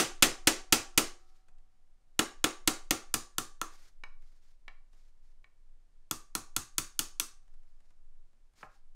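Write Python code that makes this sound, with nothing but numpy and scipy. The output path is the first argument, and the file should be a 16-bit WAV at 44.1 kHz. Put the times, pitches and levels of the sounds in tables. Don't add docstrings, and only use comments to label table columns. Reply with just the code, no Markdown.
import sys
import numpy as np
from scipy import signal
from scipy.io import wavfile

SR = 44100
rng = np.random.default_rng(int(sys.argv[2]) if len(sys.argv) > 2 else 0)


def unload_audio(sound):
    columns = np.transpose(np.atleast_2d(sound))
    steps = np.round(np.clip(columns, -1, 1) * 32767)
    wavfile.write(sys.argv[1], SR, steps.astype(np.int16))


N = 394694

# start_s, strength_db, bench_boom_db, punch_seating_db, barrel_clang_db
TAPS = [(-0.018, 10, -2.5, 3.5, -4.5), (0.2234, 10, -2, 3.5, -5), (0.4715, 8, -3.5, 5, -5),
        (0.7237, 8.5, 0.5, 1.5, -3.5), (0.976, 7.5, -3.5, 2, -4), (2.1914, 1.6, 0.5, 7, 4),
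        (2.4413, 1.3, -2, 7.5, 4.5), (2.6748, 4, 0, 3, -3), (2.9077, 2, 2.5, 3.5, 0),
        (3.1405, 0.5, 8.5, -3, 0.5), (3.3822, -2, 8, -3, 0), (3.6147, -10, -13, 3.5, 10),
        (6.111, -4.5, 9.5, -3, 1), (6.3514, -4, 9, -3, 1), (6.564, -1.5, 9, -8.5, -1.7),
        (6.7815, -0.5, 5.5, -9, -4.5), (6.9915, 0, -2.5, -6.5, -6), (7.198, -1.5, -9, -10.3, -5)]
COLOUR_HZ = [110, 330, 750, 1200, 2200, 5500, 12000]

EDGES = np.geomspace(11, 17000, 27)
CENTRES = np.sqrt(EDGES[1:] * EDGES[:-1])
BANK = [signal.butter(2, edge, "band", fs=SR, output="sos") for edge in zip(EDGES, EDGES[1:])]
NO_SUB_DB = np.where(CENTRES < 40, -60, 0)
BURST_T, ROOM_T, RING_T, SCENE_T = (np.arange(n) / SR for n in (SR // 8, SR // 3, 3 * SR // 2, N))


def from_db(db):
    return 10 ** (np.asarray(db) / 20)


def at_hz(points, hz):
    f, value = np.transpose(points)
    return np.interp(np.log(hz), np.log(f), value)


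def dying(t, t60):
    return np.exp(-np.log(1000) * t / t60)


def add(track, s, sound):
    start = round(s * SR)
    first, last = max(start, 0), min(start + len(sound), N)
    track[first:last] += sound[first - start:last - start]


def coloured(noises, band_db):
    out = 0
    for sos, noise, db, width in zip(BANK, noises, band_db, np.diff(EDGES)):
        band = signal.sosfilt(sos, noise + 1e-18)
        out = out + band * from_db(db) * np.sqrt(width / np.sum(band ** 2))
    return out


def steady(spectrum):
    white = rng.standard_normal((2, N))
    noise = coloured([white[k % 2] for k in range(len(BANK))], at_hz(spectrum, CENTRES))
    return noise / np.std(noise)


def burst(band_db, rise_s, t60_s, grain=None):
    if grain is None:
        grain = rng.standard_normal((len(BANK), len(BURST_T)))
    swell = 1 - np.exp(-BURST_T / rise_s)
    return coloured(grain * swell * dying(BURST_T, t60_s), band_db + NO_SUB_DB)


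def ring(modes, colour_db, t, lag_s=0):
    hz, db, t60 = np.transpose(modes)
    scatter_db = rng.normal(0, 1.5, len(hz))
    t = np.maximum(t - np.reshape(lag_s, (-1, 1)), 0)
    partials = np.sin(2 * np.pi * hz[:, None] * t) * dying(t, t60[:, None])
    return from_db(db + colour_db + scatter_db) @ partials


def contacts(events, spectrum, level_db, rise_s, t60_s):
    out = np.zeros(N)
    for s, db in events:
        add(out, s, burst(level_db + db + at_hz(spectrum, CENTRES), rise_s, t60_s))
    return out


def still_air(level_db=-79):
    # frequency_hz, level_db_per_hz
    air = [(12, -17.5), (50, -1), (90, -2.5), (140, -11), (300, -14), (1000, -19), (3000, -26), (9000, -29),
           (12000, -39.5), (16000, -47)]
    return from_db(level_db) * steady(air)


def rumble(rest_db=-50, swing_db=-48.5, db_per_db=0.56, swing_s=.08, settle_t60_s=2.4):
    # frequency_hz, level_db_per_hz
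    lows = [(12, 7), (18, -7), (28, -31), (55, -39.5), (100, -57), (300, -88.5)]
    power = from_db(rest_db) ** 2
    for s, db, *_ in TAPS:
        age = SCENE_T - s
        swing = np.clip(1 + age / swing_s, 0, 1) * dying(np.maximum(age, 0), settle_t60_s)
        power = power + (from_db(swing_db + db_per_db * db) * swing) ** 2
    return np.sqrt(power) * steady(lows)


def room_tail(band_db, build_s=0.0023):
    # frequency_hz, gain_db
    reflections = [(60, -6), (300, -6), (600, 0.5), (1000, 0.5), (2000, -8), (4000, -8), (7500, -5),
                   (10500, -9.5), (15000, -9.5)]
    # frequency_hz, t60_s
    decay = [(100, 0.21), (600, .31), (1300, 0.33), (3000, 0.3), (7500, 0.3), (11000, 0.2), (15000, .17)]
    build = 1 - np.exp(-(ROOM_T / build_s) ** 2)
    fade = dying(ROOM_T, at_hz(decay, CENTRES)[:, None])
    tails = rng.standard_normal(fade.shape) * build * fade
    return coloured(tails, band_db + at_hz(reflections, CENTRES) + NO_SUB_DB)


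def friction(holding_db=-95.5, attack_s=0.03, release_t60_s=0.2, catches_per_s=70, catch_db=2.5):
    # start_s, length_s, level_db
    slides = [(1.2, 0.19, -78), (3.724, .15, -66.5), (4.22, 0.16, -78.5), (4.43, .09, -78.5),
              (4.94, 0.14, -78), (5.24, 0.075, -83.5), (7.421, 0.5, -88.5), (8.581, 0.064, -67.5),
              (8.719, 0.039, -74.5)]
    # frequency_hz, level_db_per_hz
    skin = [(100, -6.5), (400, 0.5), (1200, 0), (1800, 4), (2900, -3), (4300, 2), (6000, 0.5), (9500, -8.5),
            (12000, -12), (16000, -20)]
    power = from_db(holding_db) ** 2
    for s, length, db in slides:
        swell = np.clip(1 + (SCENE_T - s) / attack_s, 0, 1)
        release = dying(np.clip(SCENE_T - s - length, 0, 1), release_t60_s)
        power = power + (from_db(db) * swell * release) ** 2
    moments = np.arange(0, N / SR + 1, 1 / catches_per_s)
    catching = np.interp(SCENE_T, moments, rng.standard_normal(len(moments)))
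    return np.sqrt(power) * from_db(catch_db * catching) * steady(skin)


def finger_ticks():
    # start_s, strength_db
    ticks = [(1.483, -47), (1.583, -54), (4.222, -53), (4.318, -58), (4.93, -50.5), (7.478, -55.5),
             (7.538, -53), (7.632, -58), (7.803, -53), (7.905, -51.5), (8.33, -59), (8.535, -55.5)]
    # frequency_hz, level_db_per_hz
    tick = [(150, 2.5), (600, -3.5), (1700, -3), (4000, -14.5), (9500, -14), (15000, -45)]
    return contacts(ticks, tick, level_db=-26.0, rise_s=0.0005, t60_s=0.03)


def tool_knocks():
    # start_s, strength_db
    knocks = [(4.037, -19.5), (4.6807, -23), (5.443, -38)]
    # frequency_hz, level_db_per_hz
    click = [(100, -19.5), (400, -28), (1000, 0.5), (2200, 9), (3300, -6), (5000, -11), (8000, -23.5),
             (15000, -56)]
    # pitch_hz, level_db, t60_s
    modes = [(1140, -22, 0.049), (1488, -34, .025), (1830, -18.5, 0.047), (2278, -9.5, 0.036),
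             (3850, -27.5, 0.03)]
    out = contacts(knocks, click, level_db=-39.5, rise_s=0.00041, t60_s=0.011)
    for s, db in knocks:
        add(out, s, ring(modes, db - 6, BURST_T))
    return out


def hammer_laid_down():
    # start_s, strength_db
    landing = [(8.607, -43.5), (8.628, -23), (8.672, -51)]
    # frequency_hz, level_db_per_hz
    bench = [(60, -14), (170, -1), (350, -11), (600, -2.5), (1100, 3.5), (1900, -1), (2800, -20),
             (4500, -40), (15000, -47)]
    return contacts(landing, bench, level_db=-27.5, rise_s=0.00073, t60_s=0.029)


def singing_steel(db, db_per_db=1.77):
    # pitch_hz, level_db, t60_s
    modes = [(352, -76, 1.0), (754, -86, 3.0), (766, -84.5, 1.5), (1140, -84, 1.5), (1276, -86, 1.4),
             (1357, -83.5, 1.5)]
    return ring(modes, db_per_db * db, RING_T)


def barrel_ring(db, colour, lag_at_1khz_s=.0017):
    # pitch_hz, level_db, t60_s
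    modes = [(146, -48.5, 0.075), (235, -45, 0.2), (304.2, -37, .12), (325, -42, 0.22), (368.5, -49.5, .31),
             (487, -49.5, 0.12), (852, -56, .28), (1110, -49.5, 0.31), (1163, -47, .37), (1225, -48, .28),
             (1327.3, -33.5, 0.089), (1369, -30.5, 0.06), (2855, -34.5, 0.039), (3439, -29, 0.033),
             (4310, -35, .02), (6780, -28, 0.0055), (7780, -31, .026), (11590, -34.5, 0.04),
             (13650, -33, 0.0097)]
    hz = np.array(modes)[:, 0]
    lag_s = lag_at_1khz_s * np.sqrt(1000 / np.maximum(hz, 300))
    return ring(modes, db + at_hz(colour, hz), ROOM_T, lag_s)


def punch_slam(db, clash_db, full_at_db=9, db_per_db=1.04):
    # frequency_hz, gain_db
    dulling = [(100, -11.5), (500, -4.5), (2300, 1), (5000, -7), (12000, -14)]
    # pitch_hz, level_db, t60_s
    modes = [(2566, -27, 0.029), (5090, -29.5, 0.037), (7400, -28.5, .028)]
    driven_db = db_per_db * min(db - full_at_db, 0)
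    slam_db = clash_db + at_hz(dulling, CENTRES) + driven_db
    slot = ring(modes, db + driven_db, BURST_T)
    return burst(slam_db, rise_s=0.00065, t60_s=0.018), slot, slam_db


def tap_colour(boom, seating, clang, loose_clack_db=-2.5, seated_from_db=-2):
    clack = loose_clack_db + 1.0956 * max(seating - seated_from_db, 0)
    sheen = 1.63 - 0.18 * seating
    return list(zip(COLOUR_HZ, [boom, seating, seating, clang, clack, 0, sheen]))


def hammer_taps(echo, base_t60_s=.017, treble_damping=.2, longer_per_db=0.17, slam_lag_s=0.003):
    # frequency_hz, level_db_per_hz
    clash_spectrum = [(45, -13.5), (100, -5.5), (200, -4.5), (340, 3), (550, -8.5), (850, -7.5), (1300, -1),
                      (1900, -1.92), (3000, -1.5), (5200, -0.24), (7500, 2.5), (10300, -8.5), (13500, -2.5),
                      (16000, -15.5)]
    alike = .5
    mirrored = .6
    out = np.zeros(N)
    steel = rng.standard_normal((len(BANK), len(BURST_T)))
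    band_t60 = base_t60_s * (CENTRES[:, None] / COLOUR_HZ[-2]) ** -treble_damping
    for s, db, boom, seating, clang in TAPS:
        colour = tap_colour(boom, seating, clang)
        grain = np.sqrt(alike) * steel + np.sqrt(1 - alike) * rng.standard_normal(steel.shape)
        clash_db = db - 39.5 + at_hz(clash_spectrum, CENTRES) + at_hz(colour, CENTRES)
        chatter_t60 = band_t60 * np.exp(longer_per_db * db)
        clash = burst(clash_db, rise_s=0.00017, t60_s=chatter_t60, grain=grain)
        slam, slot, slam_db = punch_slam(db, clash_db)
        add(out, s, clash)
        add(out, s + slam_lag_s, slam + slot)
        add(out, s, barrel_ring(db, colour))
        add(out, s, singing_steel(db))
        room_send = clash + from_db(-3) * slot
        add(out, s, np.sqrt(mirrored) * signal.fftconvolve(room_send, echo))
        scattered = np.hypot(np.sqrt(1 - mirrored) * from_db(clash_db), from_db(slam_db))
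        add(out, s, room_tail(20 * np.log10(scattered)))
    return out


def scene():
    echo = room_tail(0) / np.sqrt(SR / 2)
    bed = still_air() + rumble()
    taps = hammer_taps(echo)
    handling = tool_knocks() + finger_ticks() + hammer_laid_down()
    handling_room = from_db(-2) * signal.fftconvolve(handling, echo)[:N]
    return (taps + handling + handling_room + friction() + bed)[None]


def record(dry):
    ceiling, cutoff_hz = .6, 16400
    saturated = ceiling * np.tanh(dry / ceiling)
    return signal.sosfilt(signal.cheby2(16, 70, cutoff_hz, fs=SR, output="sos"), saturated)


dry = scene()
out = record(dry)
unload_audio(out)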